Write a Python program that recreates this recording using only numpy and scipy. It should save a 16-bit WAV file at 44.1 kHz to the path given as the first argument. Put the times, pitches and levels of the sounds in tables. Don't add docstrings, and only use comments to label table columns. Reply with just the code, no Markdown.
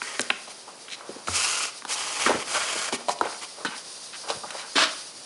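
import sys
import numpy as np
from scipy import signal
from scipy.fft import rfft, irfft
from scipy.io import wavfile

SR = 44100
rng = np.random.default_rng(int(sys.argv[2]) if len(sys.argv) > 2 else 0)


def unload_audio(sound):
    columns = np.transpose(np.atleast_2d(sound))
    steps = np.round(np.clip(columns, -1, 1) * 32767)
    wavfile.write(sys.argv[1], SR, steps.astype(np.int16))


N = 231910
TIME = np.arange(N) / SR


def from_db(db):
    return 10 ** (np.asarray(db) / 20)


def rms_one(x):
    return x / np.sqrt(np.mean(x ** 2) + 1e-20)


def decay(t, t60_s):
    return np.exp(-np.log(1000) * t / t60_s)


def rise(t, rise_s):
    return 1 - np.exp(-t / rise_s)


def level(rows):
    time_s, level_db = np.transpose(rows)
    return from_db(np.interp(TIME, time_s, level_db))


def drift(knots_per_s):
    knots = rng.standard_normal(N // 20)
    return rms_one(np.interp(TIME * knots_per_s, np.arange(len(knots)), knots))


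def noise(colour):
    freq_hz, density_db = np.transpose(colour)
    bins_hz = np.maximum(np.arange(N // 2 + 1) * SR / N, 1)
    gain = from_db(np.interp(np.log(bins_hz), np.log(freq_hz), density_db))
    return rms_one(irfft(rfft(rng.standard_normal(N)) * gain, N))


def band(x, low_hz, high_hz, order=2):
    high_hz = min(max(high_hz, low_hz * 1.1), SR * .45)
    sos = signal.butter(order, [low_hz, high_hz], "band", fs=SR, output="sos")
    return signal.sosfilt(sos, x)


def ring(x, freq_hz, t60_s):
    radius = from_db(-60 / (t60_s * SR))
    angle = 2 * np.pi * freq_hz / SR
    poles = [1, -2 * radius * np.cos(angle), radius * radius]
    return signal.lfilter([0, np.sin(angle)], poles, x + 1e-18)


def add(track, start_s, sound):
    start = max(0, round(start_s * SR))
    track[start:start + len(sound)] += sound[:N - start]


def stroke(t, length_s):
    return np.exp(-np.minimum(np.abs(2 * t / length_s - 1) ** 4, 50))


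# freq_hz, level_db (before ring_db), t60_s
FRAME_MODES = [(267, -32.5, 0.02), (479.4, -32.5, 0.16), (627, -24, 0.055), (850, -30, 0.076),
               (1095, -25, 0.019), (1450, -13, 0.0073), (1600, -20.5, 0.044), (2270, -57, 0.051),
               (3120, -17.5, 0.039), (4140, -5.5, 0.013)]


def frame(force, ring_db=-22):
    modes = sum(from_db(level_db + rng.normal(0, 1)) * ring(force, freq_hz, t60_s)
                for freq_hz, level_db, t60_s in FRAME_MODES)
    return force + from_db(ring_db) * modes


def blow(low_hz, high_hz, t60_s, crack_db=-21, chatter_db=2.0, thud_db=-25, settle_s=0.003):
    t = TIME[:SR // 4]
    chatter = rng.standard_normal(len(t)) * decay(t, t60_s) * rise(t, settle_s)
    looseness = np.sqrt(t60_s / 0.025) * (1 + high_hz / 6000)
    force = looseness * from_db(chatter_db) * chatter / np.linalg.norm(chatter)
    force[0] += 1
    wood = frame(force)
    body = rms_one(band(wood, low_hz, high_hz, order=3))
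    crack = from_db(crack_db) * rms_one(band(wood, 580, 4300, order=1))
    size = min(1, 250 / low_hz) ** 2
    thud = from_db(thud_db) * size * rms_one(band(force, 81, 130))
    sound = body + crack + thud
    return sound / np.linalg.norm(sound) * np.sqrt(SR / 100)


KNOCK_SPREAD = 1.554
THUMP_LOW_HZ, THUMP_HIGH_HZ, THUMP_T60_S = 209, 505, 0.048
REBOUND_S, REBOUND_DB, REBOUND_PITCH = 0.033, -8, .7
# start_s, level_db, pitch_hz, chatter_t60_s,
# thump_db (re blow), crack_db (re the blow's pitched band)
KNOCK_EVENTS = [ (0.0182, -27.5, 1550, 0.0061, -18, -43), (.195, -22.5, 1940, 0.0056, -5.5, 10.5),
                (.207, -26.5, 9050, 0.01, -20, -18), (0.2142, -27.5, 5700, .01, -18, -21),
                (0.3013, -25, 1020, .022, -11.5, -8), (.303, -18, 2240, 0.0074, -23, -13),
                (0.4758, -38, 864, 0.061, -18, -1), (.677, -37.5, 860, 0.14, -13, -10),
                (0.8828, -40, 2100, 0.023, -18, -17), (1.008, -41, 1110, 0.031, -18, -18),
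                (1.0921, -36.5, 370, 0.022, 1.5, -15), (1.162, -38, 344, .025, -6, -15),
                (1.273, -31, 2220, .022, -17, 17), (1.283, -25, 1100, 0.022, -9, -14),
                (1.822, -41, 1480, .005, -13, -4), (1.851, -32.5, 1145, 0.01, -12, -2.5),
                (2.263, -19, 1640, 0.015, -4, -7), (2.271, -21, 1330, 0.17, -15, -28),
                (2.2939, -18.5, 660, 0.011, -13, -12), (2.3052, -19.5, 555, 0.0076, -6.5, -27),
                (2.3144, -22.5, 910, 0.012, -22, -21), (2.3444, -26.5, 327, 0.062, -9, -21),
                (2.755, -34.5, 476, 0.038, -6, -20), (2.9259, -29, 760, 0.016, 3, -1),
                (3.0844, -21, 620, 0.018, -10.5, -11.5), (3.0918, -20, 800, 0.021, -24, -5),
                (3.1882, -40, 3300, .006, -7, -10), (3.2115, -17.5, 1020, 0.0092, -7.5, -15),
                (3.253, -26, 616, .035, -18, -17), (3.649, -23, 1300, 0.048, -7.5, -2.5),
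                (4.3005, -24.5, 810, 0.014, -19.5, -9), (4.3026, -28, 3300, 0.0059, -25, -10),
                (4.435, -31, 850, 0.067, -11, -24), (4.506, -33.5, 1750, 0.017, -22, 9),
                (4.546, -34, 656, 0.055, -18, -19)]


def knocks():
    out = np.zeros(N)
    for start_s, level_db, pitch_hz, t60_s, thump_db, crack_db in KNOCK_EVENTS:
        hit = blow(pitch_hz / KNOCK_SPREAD, pitch_hz * KNOCK_SPREAD, t60_s, crack_db)
        add(out, start_s, from_db(level_db) * hit)
        thump = blow(THUMP_LOW_HZ, THUMP_HIGH_HZ, THUMP_T60_S)
        add(out, start_s, from_db(level_db + thump_db) * thump)
        rebound_gain = from_db(level_db + thump_db + REBOUND_DB) * min(1, t60_s / THUMP_T60_S)
        rebound = blow(THUMP_LOW_HZ * REBOUND_PITCH, THUMP_HIGH_HZ * REBOUND_PITCH, THUMP_T60_S)
        add(out, start_s + REBOUND_S, rebound_gain * rebound)
    return out


RUB_SPREAD = 1.84
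# start_s, length_s, level_db, pitch_hz
RUB_EVENTS = [(0.895, 0.04, -39.5, 2940), (.92, 0.034, -36, 3250), (0.946, 0.3, -49, 775),
              (2.24, 0.17, -49.5, 108), (2.275, 0.096, -30.5, 1190), (2.542, .042, -28.5, 940),
              (2.971, 0.063, -44.5, 730), (3.096, 0.014, -33.5, 860), (3.214, 0.027, -32.5, 480),
              (3.227, 0.051, -35.5, 1140), (3.272, 0.098, -42, 1190), (3.569, 0.07, -43, 700),
              (3.652, .033, -34, 2070), (3.678, 0.11, -41, 1420), (4.129, 0.033, -39.5, 2040),
              (4.234, .13, -39.5, 780), (4.283, 0.046, -34.5, 3420), (4.3, .04, -36, 760),
              (4.335, 0.044, -48.5, 140), (4.458, 0.23, -43, 1130), (4.569, 0.059, -41, 3000)]


def rubs(slips_per_s=2400, unevenness_db=2.0, grit_db=-14):
    out, t = np.zeros(N), TIME[:SR // 2]
    for start_s, length_s, level_db, pitch_hz in RUB_EVENTS:
        slips = (rng.random(len(t)) < slips_per_s / SR) * rng.standard_normal(len(t))
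        slips = slips * from_db(unevenness_db * rng.uniform(-1, 1, len(t)))
        wood = frame(slips * stroke(t, length_s))
        body = rms_one(band(wood, pitch_hz / RUB_SPREAD, pitch_hz * RUB_SPREAD))
        grit = from_db(grit_db) * rms_one(band(wood, 250, 3000, order=1))
        sound = body + grit
        sound = sound / (np.linalg.norm(sound) + 1e-9) * np.sqrt(length_s * SR)
        add(out, start_s, from_db(level_db) * sound)
    return out


def table_boom(start_s=1.288, pitch_hz=89, level_db=-31.5, t60_s=0.36, rise_s=0.0059):
    out, t = np.zeros(N), TIME[:SR]
    swing = np.sin(2 * np.pi * pitch_hz * t) * decay(t, t60_s) * rise(t, rise_s)
    add(out, start_s, from_db(level_db) * swing)
    return out


def cavity(x, freq_hz, lift_db, q=9.0):
    return x + (from_db(lift_db) - 1) * signal.lfilter(*signal.iirpeak(freq_hz, q, fs=SR), x)


def opening(start_s, attack_s, hold_s, release_s, sag_db_per_s=0):
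    t = TIME - start_s
    attack = np.clip(t / attack_s, 0, 1)
    sag = from_db(-sag_db_per_s * np.clip(t, 0, hold_s))
    release = np.exp(-np.clip((t - hold_s) / release_s, 0, 20))
    return attack * sag * release


# start_s, hold_s, hiss_db (before air_db), rush_db (re hiss),
# sag_db_per_s, attack_s, release_s
VALVE_BURSTS = [(0, 0.24, -37.5, 0.5, 30.5, 0.029, 0.067), (1.325, 0.33, -23, -4, 22.5, 0.037, 0.029),
                (1.873, .43, -33, -2, 2, 0.021, 0.083), (2.439, .45, -32, -0.5, 2, 0.082, 0.0093)]
# lower_hz, lower_db, upper_hz, upper_db
BURST_CAVITIES = [(416, 10.5, 1890, 9.5), (1410, 7, 2730, 7.5), (814, 4, 1100, -1.5), (650, 6.5, 1520, 8)]
# start_s, length_s, hiss_db (before air_db), rush_db (re hiss)
AIR_SPITS = [(0.492, 0.032, -44, -3.5), (1.272, 0.077, -33.5, -7.5), (1.908, 0.041, -28.5, -14),
             (2.195, 0.099, -30.5, 1), (2.39, 0.043, -37.5, 3), (2.542, 0.039, -30.5, 0),
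             (2.922, 0.04, -30, -0.5), (3.096, 0.039, -34, -7.5), (3.248, 0.016, -42, 4.5),
             (3.414, 0.039, -38, 0)]
# freq_hz, density_db (relative)
HISS_COLOUR = [(2500, -40), (3800, -2.5), (4850, 2), (5600, 0), (6500, 1), (7700, -2.5), (9300, -1.5),
               (11000, -6)]
# freq_hz, density_db (relative)
RUSH_COLOUR = [(60, -24.5), (250, -14.5), (450, -8), (700, -6), (1100, 1.5), (1450, -3.5), (1800, -6.5),
               (2200, 0), (2700, -2), (3300, -1.5), (4200, -21.5)]


def valve_air(flutter_db=0.62, sputter_db=1.22, hollow_flutter_db=1.7):
    hiss = noise(HISS_COLOUR)
    rush = noise(RUSH_COLOUR) * from_db(hollow_flutter_db * drift(81))
    air = np.zeros(N)
    for burst, (lower_hz, lower_db, upper_hz, upper_db) in zip(VALVE_BURSTS, BURST_CAVITIES):
        start_s, hold_s, hiss_db, rush_db, sag_db_per_s, attack_s, release_s = burst
        hollow = rms_one(cavity(cavity(rush, lower_hz, lower_db), upper_hz, upper_db))
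        flow = from_db(hiss_db) * opening(start_s, attack_s, hold_s, release_s, sag_db_per_s)
        air = air + flow * (hiss + from_db(rush_db) * hollow)
    hiss, rush = noise(HISS_COLOUR), noise(RUSH_COLOUR)
    for start_s, length_s, hiss_db, rush_db in AIR_SPITS:
        flow = from_db(hiss_db) * stroke(TIME - start_s, length_s)
        air = air + flow * (hiss + from_db(rush_db) * rush)
    return air * from_db(flutter_db * drift(60) + sputter_db * drift(700))


PUFF_S, PUFF_ATTACK_S, PUFF_HOLD_S, PUFF_RELEASE_S = 4.753, .004, 0.076, 0.019
PUFF_DB, PUFF_SWELL_DB_PER_S = -17.5, 38
DRAIN_DB, DRAIN_S = -7, 0.06
# freq_hz, density_db (relative)
EXHAUST_COLOUR = [(80, -50), (200, -11), (320, -5), (430, -12), (620, -1), (800, -8.5), (1050, 0),
                  (1500, 4), (1900, -3), (3100, -0.5), (4700, -2), (6500, -11), (9000, -15), (11000, -21)]


def exhaust(sputter_db=1.6, thump_db=-24, thud_db=-36,
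            clack_after_s=0.029, clack_db=-18, clack_hz=1200, clack_t60_s=0.0104):
    flow = sum(gain * opening(PUFF_S, PUFF_ATTACK_S, PUFF_HOLD_S, release_s, -PUFF_SWELL_DB_PER_S)
               for gain, release_s in ((1, PUFF_RELEASE_S), (from_db(DRAIN_DB), DRAIN_S)))
    jet = noise(EXHAUST_COLOUR) * from_db(sputter_db * drift(400))
    out = from_db(PUFF_DB) * flow / flow.max() * jet
    thump = blow(THUMP_LOW_HZ, THUMP_HIGH_HZ, THUMP_T60_S, thud_db=thud_db)
    add(out, PUFF_S + PUFF_ATTACK_S, from_db(thump_db) * thump)
    clack = blow(clack_hz / KNOCK_SPREAD, clack_hz * KNOCK_SPREAD, clack_t60_s)
    add(out, PUFF_S + clack_after_s, from_db(clack_db) * clack)
    return out


# time_s, level_db
LEAK_LEVEL = [(0, -42), (.6, -47), (3.15, -45), (3.35, -42), (4.1, -43), (4.4, -39.5), (5.26, -42)]
# freq_hz, density_db (relative)
LEAK_SPECTRUM = [(300, -22), (1200, -8.5), (2200, -13.5), (3100, -7), (4050, -1), (4850, 1.5), (5600, 0),
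                 (6600, -2.5), (7300, -7), (8300, -4.5), (9300, -1.5), (10200, -4.5), (11000, -10.5)]


def leak(flutter_db=2.2, whistle_hz=4760, whistle_db=4.0):
    hiss = cavity(noise(LEAK_SPECTRUM), whistle_hz, whistle_db, q=21.0)
    hiss = cavity(hiss, 2 * whistle_hz, whistle_db / 2, q=22.0)
    return level(LEAK_LEVEL) * rms_one(hiss) * from_db(flutter_db * drift(23))


# delay_s, gain (before power normalising)
NEAR_BOUNCES = [(.0016, 0.098), (.0031, 0.03), (.0052, -0.24), (.0083, -0.063)]


def bounced(x):
    echoes = sum(gain * np.interp(TIME - delay_s, TIME, x, left=0) for delay_s, gain in NEAR_BOUNCES)
    return (x + echoes) / np.sqrt(1 + sum(gain ** 2 for _, gain in NEAR_BOUNCES))


ROOM_T60_S, WALL_CUT_HZ = 0.45, 3000


def workshop(x, build_s=0.0041):
    t = TIME[:SR]
    tail = band(rng.standard_normal(SR), 133, WALL_CUT_HZ, order=1) * decay(t, ROOM_T60_S)
    tail = tail * rise(t, build_s)
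    return signal.fftconvolve(x, tail / np.linalg.norm(tail))[:N]


# freq_hz, density_db (relative)
ROOM_SPECTRUM = [(25, -33), (60, -18), (130, -1.5), (330, 3.5), (550, 7.5), (950, 4), (1500, -1),
                 (2500, -1.5), (6000, -7)]


def room_noise(level_db=-47.5):
    return from_db(level_db) * noise(ROOM_SPECTRUM)


def scene(air_db=1.0, air_echo_db=-16, wood_echo_db=-16.5):
    air = bounced(from_db(air_db) * valve_air() + exhaust() + leak())
    wood = knocks() + rubs() + table_boom()
    room = workshop(from_db(air_echo_db) * air + from_db(wood_echo_db) * wood)
    return (air + wood + room + room_noise())[None]


RUMBLE_CUT_HZ, CUTOFF_HZ = 52, 11050


def record(dry):
    high_pass = signal.butter(2, RUMBLE_CUT_HZ, "high", fs=SR, output="sos")
    low_pass = signal.ellip(12, .2, 80, CUTOFF_HZ, fs=SR, output="sos")
    return signal.sosfilt(low_pass, signal.sosfilt(high_pass, dry))


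dry = scene()
out = record(dry)
unload_audio(out)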